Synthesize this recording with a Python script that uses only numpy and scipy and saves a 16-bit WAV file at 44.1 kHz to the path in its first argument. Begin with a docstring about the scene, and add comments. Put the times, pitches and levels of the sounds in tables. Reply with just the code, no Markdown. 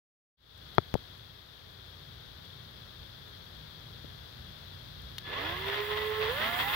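"""Cordless drill spinning an earth auger

Outdoors, a hand-held camera takes a few sharp knocks at its left microphone; an engine idles far off.
A drill's trigger clicks, its speed control sings, and the motor spins an auger freely in the air,
first at part speed, then faster. The rotor drives a rising whine, rattling gears and hissing brushes."""
import sys
import numpy as np
from scipy import signal
from scipy.fft import rfft, irfft, next_fast_len
from scipy.io import wavfile
from scipy.ndimage import uniform_filter1d, minimum_filter1d, map_coordinates

SR = 44100
rng = np.random.default_rng(int(sys.argv[2]) if len(sys.argv) > 2 else 0)


def to_wav(s):
    """Save 16-bit WAV."""
    ch = np.atleast_2d(s).T  # columns
    pcm = np.round(np.clip(ch, -1, 1) * 32767)  # PCM
    wavfile.write(sys.argv[1], SR, pcm.astype(np.int16))


N = 297675

CRUISE_HZ, FULL_HZ = 430, 1440  # whine pitch at part speed (speed = 1) and with unbroken current
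ROTOR_CYCLES, GEAR_RATIO = 3, 36  # whine cycles per rotor turn, rotor turns per auger turn


def drill():
    """The motor lags behind the trigger; its speed drives whine, gears and brushes."""
    inertia_s, finger_s = 0.19, 0.043  # time constants of rotor with auger, and of a squeeze
    pitch_hz = trigger_pitch(inertia_s) + 1e-3
    duty = np.clip(trigger_pitch(finger_s) / FULL_HZ, 0, 1)
    speed = pitch_hz / CRUISE_HZ
    strain = duty - pitch_hz / FULL_HZ  # the motor draws current while it catches up
    cycles = np.cumsum(pitch_hz * (1 + 0.003 * wobble(30))) / SR
    motor = whine(cycles, pitch_hz) + gears(cycles, speed) + brushes(cycles, speed)
    return motor + speed_control(duty, strain)


def trigger_pitch(lag_s):
    """The pitch in Hz that the trigger asks for, followed with a time constant."""
    # three ever deeper squeezes: start_s, target_pitch_hz
    pulls = [(5.218, 433), (6.278, 800), (6.595, 970)]
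    starts_s, targets_hz = np.transpose(pulls)
    steps_hz = np.diff(targets_hz, prepend=0)
    return sum(step * (1 - np.exp(-since(s) / lag_s)) for s, step in zip(starts_s, steps_hz))


def whine(cycles, pitch_hz):
    """The motor's tone, which the body radiates more strongly at some pitches than at others."""
    # radiation of the body: pitch_hz, left_db, right_db
    radiation = [(99.5, -76, -71), (210, -71, -67), (310, -53, -47), (386, -51, -42.5), (430, -42, -33.5),
                 (475, -37, -29), (587, -54, -39), (650, -52, -39), (850, -57, -38)]
    hz, *sides = np.transpose(radiation)
    level_db = np.array([np.interp(np.log(pitch_hz), np.log(hz), side) for side in sides])
    return tone(cycles, level_db + 2.1 * wobble(25))


def gears(cycles, speed):
    """Teeth clatter and sing through the housing, louder and more ragged with speed."""
    # tones of the meshing teeth: whine_multiple, relative_db
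    mesh_tones = [(.333, -13.5), (1.25, -23.5), (1.667, -24), (2.03, -22), (2.5, -21.5), (3.05, -23),
                  (4.6, -26)]
    # gearbox resonances that the tones sweep through: centre_hz, width_hz, gain_db
    gearbox = [(1090, 110, -4.5), (1424, 71, 8), (1990, 170, -4.5)]
    # response of the drill's housing: frequency_hz, left_db, right_db
    housing = [(99, -24, -25), (285, -14, -11), (417, -9, -2.5), (790, -15.5, -2.5), (990, -13, 3.5),
               (1320, -9, -0.5), (1630, -5, -1), (2086, 2, 4), (2205, -9.5, -4.5), (2750, -6, -1),
               (3340, 4, -12), (4360, -11.5, -14), (6130, -28, -29), (8900, -56.5, -41)]
    rotor = cycles / ROTOR_CYCLES
    teeth = contacts(rotor, rough=2.35, count=24)
    scrape = rng.standard_normal((2, N))
    # the clatter swells once per turn of the rotor and of the planet gears
    throb = amp(0.82 * np.sin(2 * np.pi * rotor) + 0.89 * np.sin(np.pi * rotor) + 1.66 * wobble(45))
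    clatter = (0.82 * teeth + 1.07 * scrape) * throb
    scatter_rad = 0.42 * speed ** 1.56
    mesh = sum(tone(k * cycles, db + 3.9 * wobble(15), scatter_rad * wobble(55)) for k, db in mesh_tones)
    mesh_db = -0.7 + 6 * np.clip(-np.log2(speed), 0, 1)  # tones stand out below part speed
    rattle = coloured(clatter + amp(mesh_db) * resonant(mesh, gearbox), housing)
    # the rattle eases once per turn of the auger
    lull_db = 4 * np.abs(np.cos(np.pi * (rotor / GEAR_RATIO - 0.85))) ** 4.6
    bite_hz, rise_db_per_hz = 96, 0.01  # below bite_hz the teeth are still taking up their slack
    bite = 1 / (1 + (bite_hz / (CRUISE_HZ * speed)) ** 4)
    level_db = -36.5 + rise_db_per_hz * CRUISE_HZ * (speed - 1.5) - lull_db
    return bite * amp(level_db) * unit(rattle)


def brushes(cycles, speed):
    """The brushes tick over the commutator bars, spark and whistle thinly."""
    # commutator tones: whine_multiple, relative_db
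    commutator = [(18, -18), (25.33, -23), (34, -21), (36.33, -16), (37.33, -17), (38.33, -19)]
    # colour of the brush hiss: frequency_hz, left_db, right_db
    hiss_colour = [(3000, -50, -37), (6200, -35, -21), (8200, -22, -17.5), (9000, -33, -24.5),
                   (10760, -37, -9.5), (11800, -25, -15.5), (14900, -23, -3)]
    sparks = 1.13 * rng.standard_normal((2, N)) * amp(2.7 * np.sin(2 * np.pi * cycles))
    whistle = sum(tone(k * cycles, db + 1.8 * wobble(14), 1.15 * wobble(90)) for k, db in commutator)
    bar_ticks = 0.71 * contacts(cycles / ROTOR_CYCLES, rough=0.58, count=18)
    hiss = coloured(bar_ticks + sparks + whistle, hiss_colour)
    cruise_db, rise_db_per_octave = -51.5, 10.5
    return amp(cruise_db + rise_db_per_octave * np.log2(speed) + 1.2 * wobble(28)) * unit(hiss)


def speed_control(duty, strain):
    """Current chopped at a fixed rate sings, louder under strain; pulse width weights each harmonic."""
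    # first and second harmonic of the chopping: left_db, right_db
    harmonics = [(-53, -47.5), (-48, -69)]
    chop_hz, strain_db = 1721, 16
    cycles = chop_hz * since(0)
    song = 0
    for k, (left_db, right_db) in enumerate(harmonics, 1):
        weight = amp([[left_db], [right_db]]) * np.sin(np.pi * k * duty)
        song += weight * tone(k * cycles, 2.1 * wobble(21), 0.29 * wobble(40))
    return amp(-1 + strain_db * strain) * song


def trigger_click():
    """The switch snaps shut: two dry cracks in the plastic grip, each with a short chatter."""
    # switch contacts closing: start_s, strength_db
    snaps = [(5.1825, -4), (5.1849, -12)]
    # response of the grip: frequency_hz, left_db, right_db
    grip = [(397, -44, -25), (1200, -19, -11), (2100, -10, -6), (2500, -14, -12), (2860, 0.5, -7),
            (3640, 7, -7), (4360, 5, 8), (4700, -7, -12), (6940, -22, -17), (9300, -38, -35),
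            (10220, -34, -7), (11400, -34, -25), (14400, -30, -16)]
    cracks = sum(amp(db) * impulse(s) for s, db in snaps)
    chatter = sum(decay(s, db - 15, t60_s=0.014) for s, db in snaps)
    return coloured(cracks + chatter * rng.standard_normal(N), grip)


def camera_knocks():
    """Knocks ring the camera case, which rebounds dully a few milliseconds later."""
    # blows on the case: start_s, strength_db, brightness_hz
    hits = [(0.7825, 26, 5030), (.9531, 16.5, 740), (4.044, -0.5, 480)]
    # response of the case: frequency_hz, gain_db
    case = [(20, -42), (100, -0.5), (700, 2), (1250, 1), (1600, -4), (2400, -13), (2950, -41), (3300, -19),
            (4300, -16), (7000, -39)]
    # ringing modes of the case: pitch_hz, gain_db, t60_s
    case_modes = [(925, -33, 0.0076), (1284, -36.5, 0.013), (3360, -38, 0.0087)]
    blows = sum(amp(db) * passed(impulse(s), bright_hz, "low", order=5) for s, db, bright_hz in hits)
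    rebounds = sum(amp(db) * (0.17 * impulse(s + 0.0071) - 0.65 * impulse(s + 0.00302))
                   for s, db, _ in hits)
    thuds = coloured(blows + passed(rebounds, 457, "low", order=3), case)
    t = np.arange(SR // 30) / SR
    ring = sum(amp(db - 60 * t / t60_s) * np.sin(2 * np.pi * hz * t) for hz, db, t60_s in case_modes)
    attack = 1 - np.exp(-t / 0.00055)
    return thuds + signal.fftconvolve(blows, ring * attack)[:N]


def microphone_pop():
    """A pressure step at the microphone port leaks away as one sharp pop."""
    # response of the port: frequency_hz, gain_db
    port = [(3000, 1), (6000, -1.5), (9000, -11), (15000, 0)]
    pressure_step = 1.0 * (since(0.9415) > 0)
    return amp(-10.5) * coloured(passed(pressure_step, 81, "high"), port)


def handling_ticks():
    """The hand on the camera makes faint, gritty ticks."""
    # handling ticks: start_s, strength_db
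    ticks = [(.578, -48.5), (0.751, -45.5), (1.179, -52), (2.453, -49), (3.282, -50), (5.019, -49)]
    envelope = sum(decay(s, db, t60_s=0.0088) for s, db in ticks)
    return passed(envelope * rng.standard_normal((2, N)), 4000, "high")


def distant_engine():
    """An engine idles far off as a few low, wavering tones."""
    # partials of the idle: pitch_hz, relative_db
    idle = [(59.2, -63), (91.5, -60.5), (118.4, -63), (150.7, -65)]
    return sum(tone(hz * since(0), db + 2.6 * wobble(6.4), 1.17 * wobble(8)) for hz, db in idle)


def background():
    """Low rumble and the far engine slowly grow; the left microphone hisses in a narrow band."""
    # level ride of the whole bed: time_s, level_db
    ride = [(1.05, -55.5), (1.45, -58), (1.85, -56), (5.1, -54)]
    # colour of rumble and hiss: frequency_hz, left_db, right_db
    air = [(25.5, -93.5, -90), (66, -70.5, -71.5), (140, -76.5, -77.5), (299, -87, -88), (410, -87, -85),
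           (800, -91, -93), (1650, -87.5, -88.5), (2390, -93, -101), (3020, -88.5, -105), (3314, -77, -106),
           (4710, -87.5, -111), (7420, -110, -114), (9550, -112, -112), (11300, -106, -106),
           (14900, -103, -103)]
    level_db = np.interp(since(0), *np.transpose(ride))
    wide_noise = rng.standard_normal((2, N))
    rumble = passed(coloured(rng.standard_normal(N) + 0.49 * wide_noise, air), 240, "low", order=3)
    hiss = passed(coloured(wide_noise + 0.27 * rng.standard_normal(N), air), 250, "high", order=3)
    low_end = amp(-3.5) * (unit(rumble) + unit(distant_engine()))
    swell_db = 1 + 0.7 * since(0) + 0.93 * wobble(10)
    return amp(level_db + swell_db) * low_end + amp(level_db + 1.5) * unit(hiss)


def contacts(turns, rough, count):
    """Blows of count teeth a turn: each tooth has its own strength, varied at random by rough."""
    teeth_passed = turns * count
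    at = np.flatnonzero(np.diff(np.floor(teeth_passed)) > 0)
    tooth = np.floor(teeth_passed[at + 1]).astype(int) % count
    blows = np.zeros(N)
    blows[at] = rng.standard_normal(count)[tooth] + rough * rng.standard_normal(len(at))
    return blows / np.sqrt(np.gradient(teeth_passed) * (1 + rough ** 2))  # equal power at any speed


def resonant(x, modes):
    """x plus its ringing in resonances (centre_hz, width_hz, gain_db)."""
    return x + sum(amp(db) * signal.lfilter(*signal.iirpeak(hz, hz / width, fs=SR), x)
                   for hz, width, db in modes)


def coloured(x, spectrum):
    """Minimum-phase filter from rows (frequency_hz, gain_db, ...), one gain column per channel."""
    size = 2 * next_fast_len(N // 2 + 8192)
    hz, *channels = np.transpose(spectrum)
    log_hz = np.log(np.fft.rfftfreq(size, 1 / SR) + 1)
    gains = amp([np.interp(log_hz, np.log(hz), db) for db in channels])
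    cepstrum = irfft(np.log(gains), size)
    cepstrum[:, 1:size // 2] *= 2
    cepstrum[:, size // 2 + 1:] = 0
    return irfft(rfft(x, size) * np.exp(rfft(cepstrum)), size)[:, :N]


def passed(x, edge_hz, kind, order=2):
    """Low-pass or high-pass."""
    return signal.sosfilt(signal.butter(order, edge_hz, kind, fs=SR, output="sos"), x)


def tone(cycles, rms_db, phase_rad=0):
    """A sine that follows a running count of cycles."""
    return np.sqrt(2) * amp(rms_db) * np.sin(2 * np.pi * cycles + phase_rad)


def wobble(rate):
    """A smooth random curve, rate knots a second."""
    knots = rng.standard_normal(int(N * rate / SR) + 4)
    return map_coordinates(knots, [np.arange(N) * rate / SR])


def decay(start_s, peak_db, t60_s):
    """An envelope that jumps to its peak and falls 60 dB in t60_s."""
    return amp(peak_db - 60 * since(start_s) / t60_s) * (since(start_s) > 0)


def impulse(s):
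    """A single unit blow at time s."""
    return signal.unit_impulse(N, round(s * SR))


def since(s):
    """Seconds elapsed after time s, zero before it."""
    return np.maximum(np.arange(N) - round(s * SR), 0) / SR


def amp(db):
    """Decibels to gain."""
    return 10 ** (np.asarray(db) / 20)


def unit(x):
    """Scale so that the mean of the channels has rms 1."""
    return x / np.sqrt(np.mean(np.atleast_2d(x).mean(0) ** 2) + 1e-20)


def scene():
    """Drill and handling sit close and dry over the outdoor bed; knocks and pop land hard left."""
    bumps = (camera_knocks() + microphone_pop()) * amp([[0], [-32]])
    return drill() + trigger_click() + bumps + handling_ticks() + background()


def record(dry):
    """The camera fades in, turns loud peaks down and keeps nothing above its band limit."""
    fade_start_s, fade_s, ceiling, top_hz = 0.37, 0.3, 0.93, 15850
    fade = np.minimum(since(fade_start_s) / fade_s, 1)
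    needed_gain = np.minimum(1, ceiling / (np.abs(dry) + 1e-9))
    held_gain = minimum_filter1d(needed_gain, size=65)
    limiter = uniform_filter1d(uniform_filter1d(held_gain, size=33), size=33)
    size = next_fast_len(N + SR // 2)
    band = np.clip((top_hz - np.fft.rfftfreq(size, 1 / SR)) / 100, 0, 1)
    return irfft(rfft(dry * limiter * fade, size) * band, size)[:, :N]


dry = scene()
out = record(dry)
to_wav(out)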